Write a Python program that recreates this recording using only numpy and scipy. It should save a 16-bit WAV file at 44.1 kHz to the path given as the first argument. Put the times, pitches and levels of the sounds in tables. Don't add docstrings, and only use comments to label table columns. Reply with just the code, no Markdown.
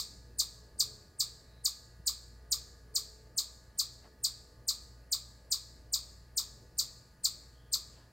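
import sys
import numpy as np
from scipy import signal
from scipy.fft import rfft, irfft, next_fast_len
from scipy.io import wavfile
from scipy.ndimage import uniform_filter1d, map_coordinates

SR = 44100
rng = np.random.default_rng(int(sys.argv[2]) if len(sys.argv) > 2 else 0)


def boost(x):
    u = np.asarray(x, float) / 20
    return 10 ** u


def wav_out(sig):
    wavfile.write(sys.argv[1], SR, np.round(np.clip(np.atleast_2d(sig).T, -1, 1) * 32767).astype(np.int16))


N = 358091


def unit(x):
    return x / np.sqrt(np.mean(x ** 2) + 1e-20)


def along(points, hz):
    f, v = np.transpose(points)
    return np.interp(np.log(hz + 1), np.log(f + 1), v)


def curve(points):
    return np.interp(np.arange(N) / SR, *np.transpose(points))


def wobble(rate):
    coarse = np.arange(0, N + 64, 64)
    knots = rng.standard_normal(int(N * rate / SR) + 4)
    return np.interp(np.arange(N), coarse, map_coordinates(knots, [coarse * rate / SR]))


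# freq_hz [Hz], left_right_likeness [-1..1]
ALIKE = [(60, 1.0), (240, 1), (950, 0.93), (3770, 0.85), (15000, 0.83)]


def rush(spectrum, patchy_db):
    hz, t, z = signal.stft(rng.standard_normal((2, N)), SR, nperseg=2048)
    field = rng.standard_normal(z.shape[1:])
    field = uniform_filter1d(uniform_filter1d(field, size=12, axis=0), size=4, axis=1)
    angle = np.arccos(np.clip(along(ALIKE, hz), -1, .995)) / 2
    mid_side = boost(along(spectrum, hz)) * [np.cos(angle), np.sin(angle)]
    z *= boost(patchy_db * unit(field)) * mid_side[:, :, None]
    mid, side = signal.istft(z, SR, nperseg=2048)[1][:, :N]
    return unit(np.array([mid + side, mid - side]))


# time_s [s], level_db [dB]
AIR = [(0.0, -66), (1.4, -66.5), (1.7, -68), (2.96, -67), (3.1, -65), (3.5, -68), (4.14, -66), (5.43, -68),
       (8.12, -67.5)]
# freq_hz [Hz], density_db [dB per Hz]
TRAFFIC = [(15, -34.5), (25, -9.5), (48, -6.5), (69, -3), (130, -10), (237, -15.5), (637, -19),
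           (810, -30.5), (900, -30), (1170, -82.5), (1980, -120)]
# freq_hz [Hz], density_db [dB per Hz]
HISS = [(410, -41), (700, -7.5), (851, -9.5), (1100, -6.5), (1190, -3), (1380, -15.5), (1680, -4.5),
        (2040, -11), (2580, -15), (3720, -20), (4340, -13.5), (8230, -22.5), (10400, -19.5), (15800, -23)]
TRAFFIC_DB, HISS_DB = 5, -71.5


def background():
    traffic_level = boost(curve(AIR) + TRAFFIC_DB + 1.1 * wobble(7.1))
    traffic = traffic_level * rush(TRAFFIC, patchy_db=1.0)
    return traffic + boost(HISS_DB) * rush(HISS, patchy_db=-1.7)


# middle_s [s], length_s [s], level_db [dB], pitch_hz [Hz]
DRONES = [(.1, .6, -73, 434), (.62, .3, -71, 431), (.92, .45, -66.5, 432), (1.4, .8, -73, 433),
          (2.45, .6, -75, 432), (3.1, .8, -66.5, 432), (4.3, 1.2, -74, 434), (6.5, .8, -76, 435),
          (7.8, .7, -77, 430), (7.2, 2.6, -71, 137), (6.2, 3.6, -71, 96), (1.5, 3.5, -75, 96)]


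def drones():
    t, out = np.arange(N) / SR, np.zeros(N)
    shake, drift = boost(2 * wobble(9)), .9 * wobble(6)
    for s, length, db, hz in DRONES:
        on = abs(t - s) < length / 2
        swell = np.cos(np.pi * (t[on] - s) / length) ** 2
        out[on] += boost(db) * swell * np.sin(2 * np.pi * hz * t[on] + drift[on])
    return np.sqrt(2) * shake * out


# time_s [s], shaft_hum_db [dB rms]
LOAD = [(0.0, -63), (0.27, -55), (1.11, -67), (1.67, -58.5), (1.79, -66), (1.99, -54.5), (4.57, -63),
        (4.95, -55.5), (5.38, -58.5), (6.76, -58.5), (7.17, -71.5), (7.4, -60.5), (8.05, -60), (8.12, -71)]
# multiple_of_shaft_rate [ratio], level_db [dB rms]
WHINE = [(8.19, -78.5), (10.03, -113), (11.04, -81), (15, -80.5), (18, -93.5), (21.03, -83), (25.02, -82.5),
         (27.99, -82.5), (28.99, -80), (31.01, -87.5), (33.04, -85.5)]
MOTOR_HZ, MAINS_HZ = 58.5, 119.97
CANCEL_S = 2.09
MAINS_DB, TWICE_DB, THRICE_DB = -68, -70.5, -83


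def compressor():
    t = np.arange(N) / SR
    turn = 2 * np.pi * MOTOR_HZ * (t - CANCEL_S)
    hum = boost(curve(LOAD) + 0.66 * wobble(3.2)) * np.sin(turn + .3 * wobble(8.7))
    hum += boost(THRICE_DB) * np.sin(3 * turn)
    mains = boost(MAINS_DB) * np.sin(2 * np.pi * MAINS_HZ * (t - CANCEL_S))
    beat = mains - boost(TWICE_DB + 0.83 * wobble(2)) * np.sin(2 * turn)
    whine = sum(boost(db + 1.5 * wobble(4)) * np.sin(k * turn + 0.4 * wobble(6)) for k, db in WHINE)
    return np.sqrt(2) * (hum + beat + whine)


# start_s [s], level_db [dB], low_hz [Hz], high_hz [Hz], length_s [s]
RUSTLES = [
    (1.99, -52, 70, 150, .024),
    (4.005, -63.5, 600, 1100, .11),
    (4.01, -70, 1200, 2900, .09),
    (1.40, -72, 3800, 4150, .32),
    (7.45, -76, 3050, 3400, .36),
    (7.83, -75, 2200, 3800, .29),
    (7.88, -72, 700, 1300, .24),
]


def rustles():
    out, t = np.zeros(N + SR), np.arange(SR) / SR
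    for s, db, low_hz, high_hz, length in RUSTLES:
        grain_db = 3 * rng.standard_normal(SR // 64 + 1).repeat(64)[:SR]
        grains = rng.standard_normal(SR) * boost(grain_db)
        resonance = signal.butter(2, [low_hz, high_hz], "bandpass", fs=SR, output="sos")
        puff = np.sin(np.pi * np.clip(t / length, 0, 1)) ** 2
        out[round(s * SR):][:SR] += boost(db) * unit(signal.sosfilt(resonance, grains)) * puff
    return out[:N]


# delay_s [s], level_db [dB at 5 kHz], brightness [dB per octave]
PATHS = [(0, -3.5, -4.5), (.0007, -25.5, 13), (.0017, -13, -4.5), (.0025, -23, -12), (.0034, 1, -4),
         (.0044, -5, 1.5), (.0063, -13.5, -7), (.0090, -8, 6), (0.012, -9, 8.5), (0.0147, -10, 9),
         (0.0187, -14.5, 6), (0.0214, -9, 1.5), (0.022, -13.5, -9.5), (0.0255, -16.5, -2),
         (0.033, -21, -12), (0.0358, -16, -8)]
# freq_hz [Hz], gain_db [dB]
BEAM = [(1200, 3), (2400, 5), (3500, -8), (4600, 1), (6200, 1.5), (9000, 2), (12000, 11), (15000, 16)]
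# delay_s [s], level_db [dB]
HOUSE = [(.0082, -4.5), (.0128, -6.5), (.0265, -10)]
HOUSE_HZ = 1700
ECHO_BASS_DB = -5
SHAKE_DB = 1.1
PAN_DB, PAN_SCATTER_DB = .6, 1.0


def paths(s, hz, shake):
    delay, level_db, tilt_db = np.transpose(PATHS)
    octaves = np.log2(np.clip(hz, 1200, 14000) / 5000)
    gain = boost((level_db + SHAKE_DB * shake[:, 0])[:, None] + np.outer(tilt_db, octaves))
    gain[0] *= boost(along(BEAM, hz))
    gain[1:] *= boost(ECHO_BASS_DB * np.log2(3000 / np.clip(hz, 1000, 3000)))
    delay = delay + 5e-5 * s * (delay > .002)
    arrival = gain * np.exp(-2j * np.pi * np.outer(delay + 1.5e-5 * shake[:, 1], hz))
    bass = sum(boost(db) * np.exp(-2j * np.pi * late * hz) for late, db in HOUSE)
    bass = bass / (1 + (hz / HOUSE_HZ) ** 6)
    pan = boost(np.outer([.5, -.5], PAN_DB + PAN_SCATTER_DB * shake[:, 2]))
    return pan @ arrival + bass


def tail(decays, noise, rise):
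    hz, t, z = signal.stft(noise, SR, nperseg=256)
    decay = boost(-60 * t / along(decays, hz)[:, None])
    out = signal.istft(z * decay, SR, nperseg=256)[1][:, :noise.shape[1]]
    out *= 1 - np.exp(-np.arange(out.shape[1]) / SR / rise)
    return out / np.linalg.norm(out[0])


BLOCK, BLOCK_START = 1024, 598


def smear(chip, start, blur):
    attack = round(.03 * SR)
    early = (start + attack - BLOCK_START) % BLOCK
    since = np.arange(4096) - attack + early
    noise = irfft(abs(rfft(chip[:, :4096])) * np.exp(2j * np.pi * blur))
    level_db = -14.5 - np.clip((early - 560) / 14, 0, 15)
    return boost(level_db) * noise * np.clip(since / 30, 0, 1) * np.clip((1500 - since) / 500, 0, 1)


# since_5khz_s [s from the 5 kHz passage], pitch_hz [Hz]
FALL = [(-.0185, 9000), (-.0130, 8830), (-.0090, 8380), (-.0063, 7700), (-.0033, 6727), (.0003, 5272),
        (.0026, 4632), (.0098, 3200), (.0185, 1750)]
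# since_5khz_s [s from the 5 kHz passage], effort_db [dB]
EFFORT = [(-.0205, -72), (-.0180, -20.5), (-.0135, -12), (-.0115, -11), (-.0092, -6.5), (.0022, 1),
          (.0078, -8.5), (0.0117, -27.5), (.0178, -30.5)]
# multiple [ratio], level_db [dB]
OVERTONES = [(2, -11.3), (3, -21)]
FADE_S = .0025
CLUCK_S, CLUCK_ATTACK_S, CLUCK_HOLD_S, CLUCK_RELEASE_S = .0180, .0030, .0036, .0028
CLUCK_DB, CLUCK_HZ, CLUCK_SAG_HZ_PER_S = -26.5, 1330, 20000


def whistle(first_hz, stretch, cluck_db, flutter):
    t = np.arange(4096) / SR - .03
    lead = np.clip(-t / .018, 0, 1) ** 2
    warped = t / (1 + (stretch - 1) * lead)
    since = t - CLUCK_S
    hz = np.interp(warped, *np.transpose(FALL)) + (first_hz - FALL[0][1]) * lead ** 1.5
    hz = np.where(since > 0, CLUCK_HZ - CLUCK_SAG_HZ_PER_S * since, hz)
    phase = 2 * np.pi * np.cumsum(hz) / SR
    tone = np.sin(phase)
    for k, db in OVERTONES:
        audible = np.clip((20000 - k * hz) / 2000, 0, 1)
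        tone = tone + boost(db) * np.sin(k * phase) * audible
    end = CLUCK_ATTACK_S + CLUCK_HOLD_S + CLUCK_RELEASE_S
    cluck = np.clip(np.minimum(since / CLUCK_ATTACK_S, (end - since) / CLUCK_RELEASE_S), 0, 1) ** 2
    breath = boost(np.interp(warped, *np.transpose(EFFORT), -120, -120)) * np.clip(-since / FADE_S, 0, 1)
    level = breath + boost(CLUCK_DB + cluck_db) * cluck
    uneven_db = .9 * map_coordinates(flutter, [np.arange(4096) / 70])
    return level * boost(uneven_db) * tone


# at_5khz_s [s], level_db [dB], first_pitch_hz [Hz], lead_in_stretch [ratio], cluck_db [dB]
CHIPS = [(-.0230, -22.5, 9150, 1.18, -2.5), (0.3956, -23, 9930, 1.16, -1.5), (0.8017, -23, 8810, 0.86, -2),
         (1.2021, -23, 8710, 0.96, -3), (1.6556, -23.5, 9340, 1.04, -3), (2.0734, -23, 9150, 0.92, -1),
         (2.5219, -23.5, 9430, 1.08, -1.2), (2.959, -23.5, 8800, 0.89, -2), (3.381, -23.5, 9160, 1.08, -2),
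         (3.7931, -23, 8900, .94, -1.2), (4.2443, -23.5, 9320, 0.99, -3.5),
         (4.6862, -23.5, 9150, 0.93, 1.1), (5.1254, -23.5, 8940, 0.93, 0), (5.5200, -23, 8770, 0.94, -1),
         (5.9365, -23, 8640, 0.93, -1), (6.377, -23.5, 9100, 1.07, 0), (6.7905, -23.5, 9230, 0.94, -2),
         (7.2494, -23, 8730, 0.94, -2), (7.7347, -23.5, 8720, 1.04, 1.5)]
# freq_hz [Hz], gain_db [dB]
COLOUR = [(850, 24.5), (1200, -7), (2000, -7.5), (2950, -16.5), (3800, -3.5), (4500, 1.4), (5200, -4),
          (5900, -7), (7400, 0), (9000, -9.5), (10200, -18.5), (11500, -24), (12900, -2), (15500, -8)]
# freq_hz [Hz], t60_s [s]
NOOK = [(1000, 0.54), (4500, 0.18), (8000, 0.18), (14000, 0.13)]
# freq_hz [Hz], level_db [dB]
SCATTER = [(1200, -4), (2500, 6.5), (4500, -5.5), (8000, 1.5), (14000, 11)]
# freq_hz [Hz], t60_s [s]
YARD = [(1000, 1), (4500, 0.69), (8000, 0.67), (14000, 0.7)]
# time_s [s], left_minus_right_db [dB]
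TURN = [(0, .4), (2.2, .2), (2.8, .7), (5, .9), (5.8, 1.4), (8.1, 1.4)]
THROAT_LOW_HZ = 1020


def chipmunk():
    near, far, pad = 12288, 2 ** 15, SR // 10
    hz, far_hz = np.fft.rfftfreq(near, 1 / SR), np.fft.rfftfreq(far, 1 / SR)
    bass_cut = 1 / (1 + (THROAT_LOW_HZ / (far_hz + 1)) ** 12)
    ports = np.array([[1], [-1]])
    out = np.zeros((2, N + far + pad))
    still_nook = rng.standard_normal((2, near - 4096))
    still_yard = rng.standard_normal((2, far - 8192))
    for s, db, *shape in CHIPS:
        voice = whistle(*shape, rng.standard_normal(64))
        nook = 1.3 * still_nook + 0.26 * rng.standard_normal(still_nook.shape)
        yard = .7 * still_yard + .7 * rng.standard_normal(still_yard.shape)
        nook, yard = (pair[0] + 0.19 * pair[1] * ports for pair in (nook, yard))
        scattered = boost(along(SCATTER, hz)) * rfft(tail(NOOK, nook, rise=0.011), near)
        single = paths(s, hz, rng.standard_normal((len(PATHS), 3)))
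        echoes = irfft(rfft(voice, near) * (single + scattered), near)
        ringing = boost(-10) * rfft(voice, far) * rfft(tail(YARD, yard, rise=0.014), far)
        swing_db = np.interp(s, *np.transpose(TURN)) * ports / 2 * np.clip(far_hz / 3000 - .6, 0, 1)
        colour = boost(db + along(COLOUR, far_hz) + swing_db) * bass_cut
        chip = irfft((rfft(echoes, far) + ringing) * colour, far)
        start = round((s - .03) * SR)
        chip[:, :4096] += smear(chip, start, rng.random((2, 2049)))
        out[:, pad + start:][:, :far] += chip
    return out[:, pad:pad + N]


def scene():
    return background() + drones() + compressor() + rustles() + chipmunk()


def top_cut(x):
    return signal.sosfilt(signal.butter(12, 16480, fs=SR, output="sos"), x)


TOP_HZ = 16150


def record(dry):
    size = next_fast_len(N)
    slope = np.clip((TOP_HZ - np.fft.rfftfreq(size, 1 / SR)) / 500, 0, 1)
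    kept = irfft(rfft(dry, size) * slope, size)[:, :N]
    return top_cut(kept)


dry = scene()
out = record(dry)
wav_out(out)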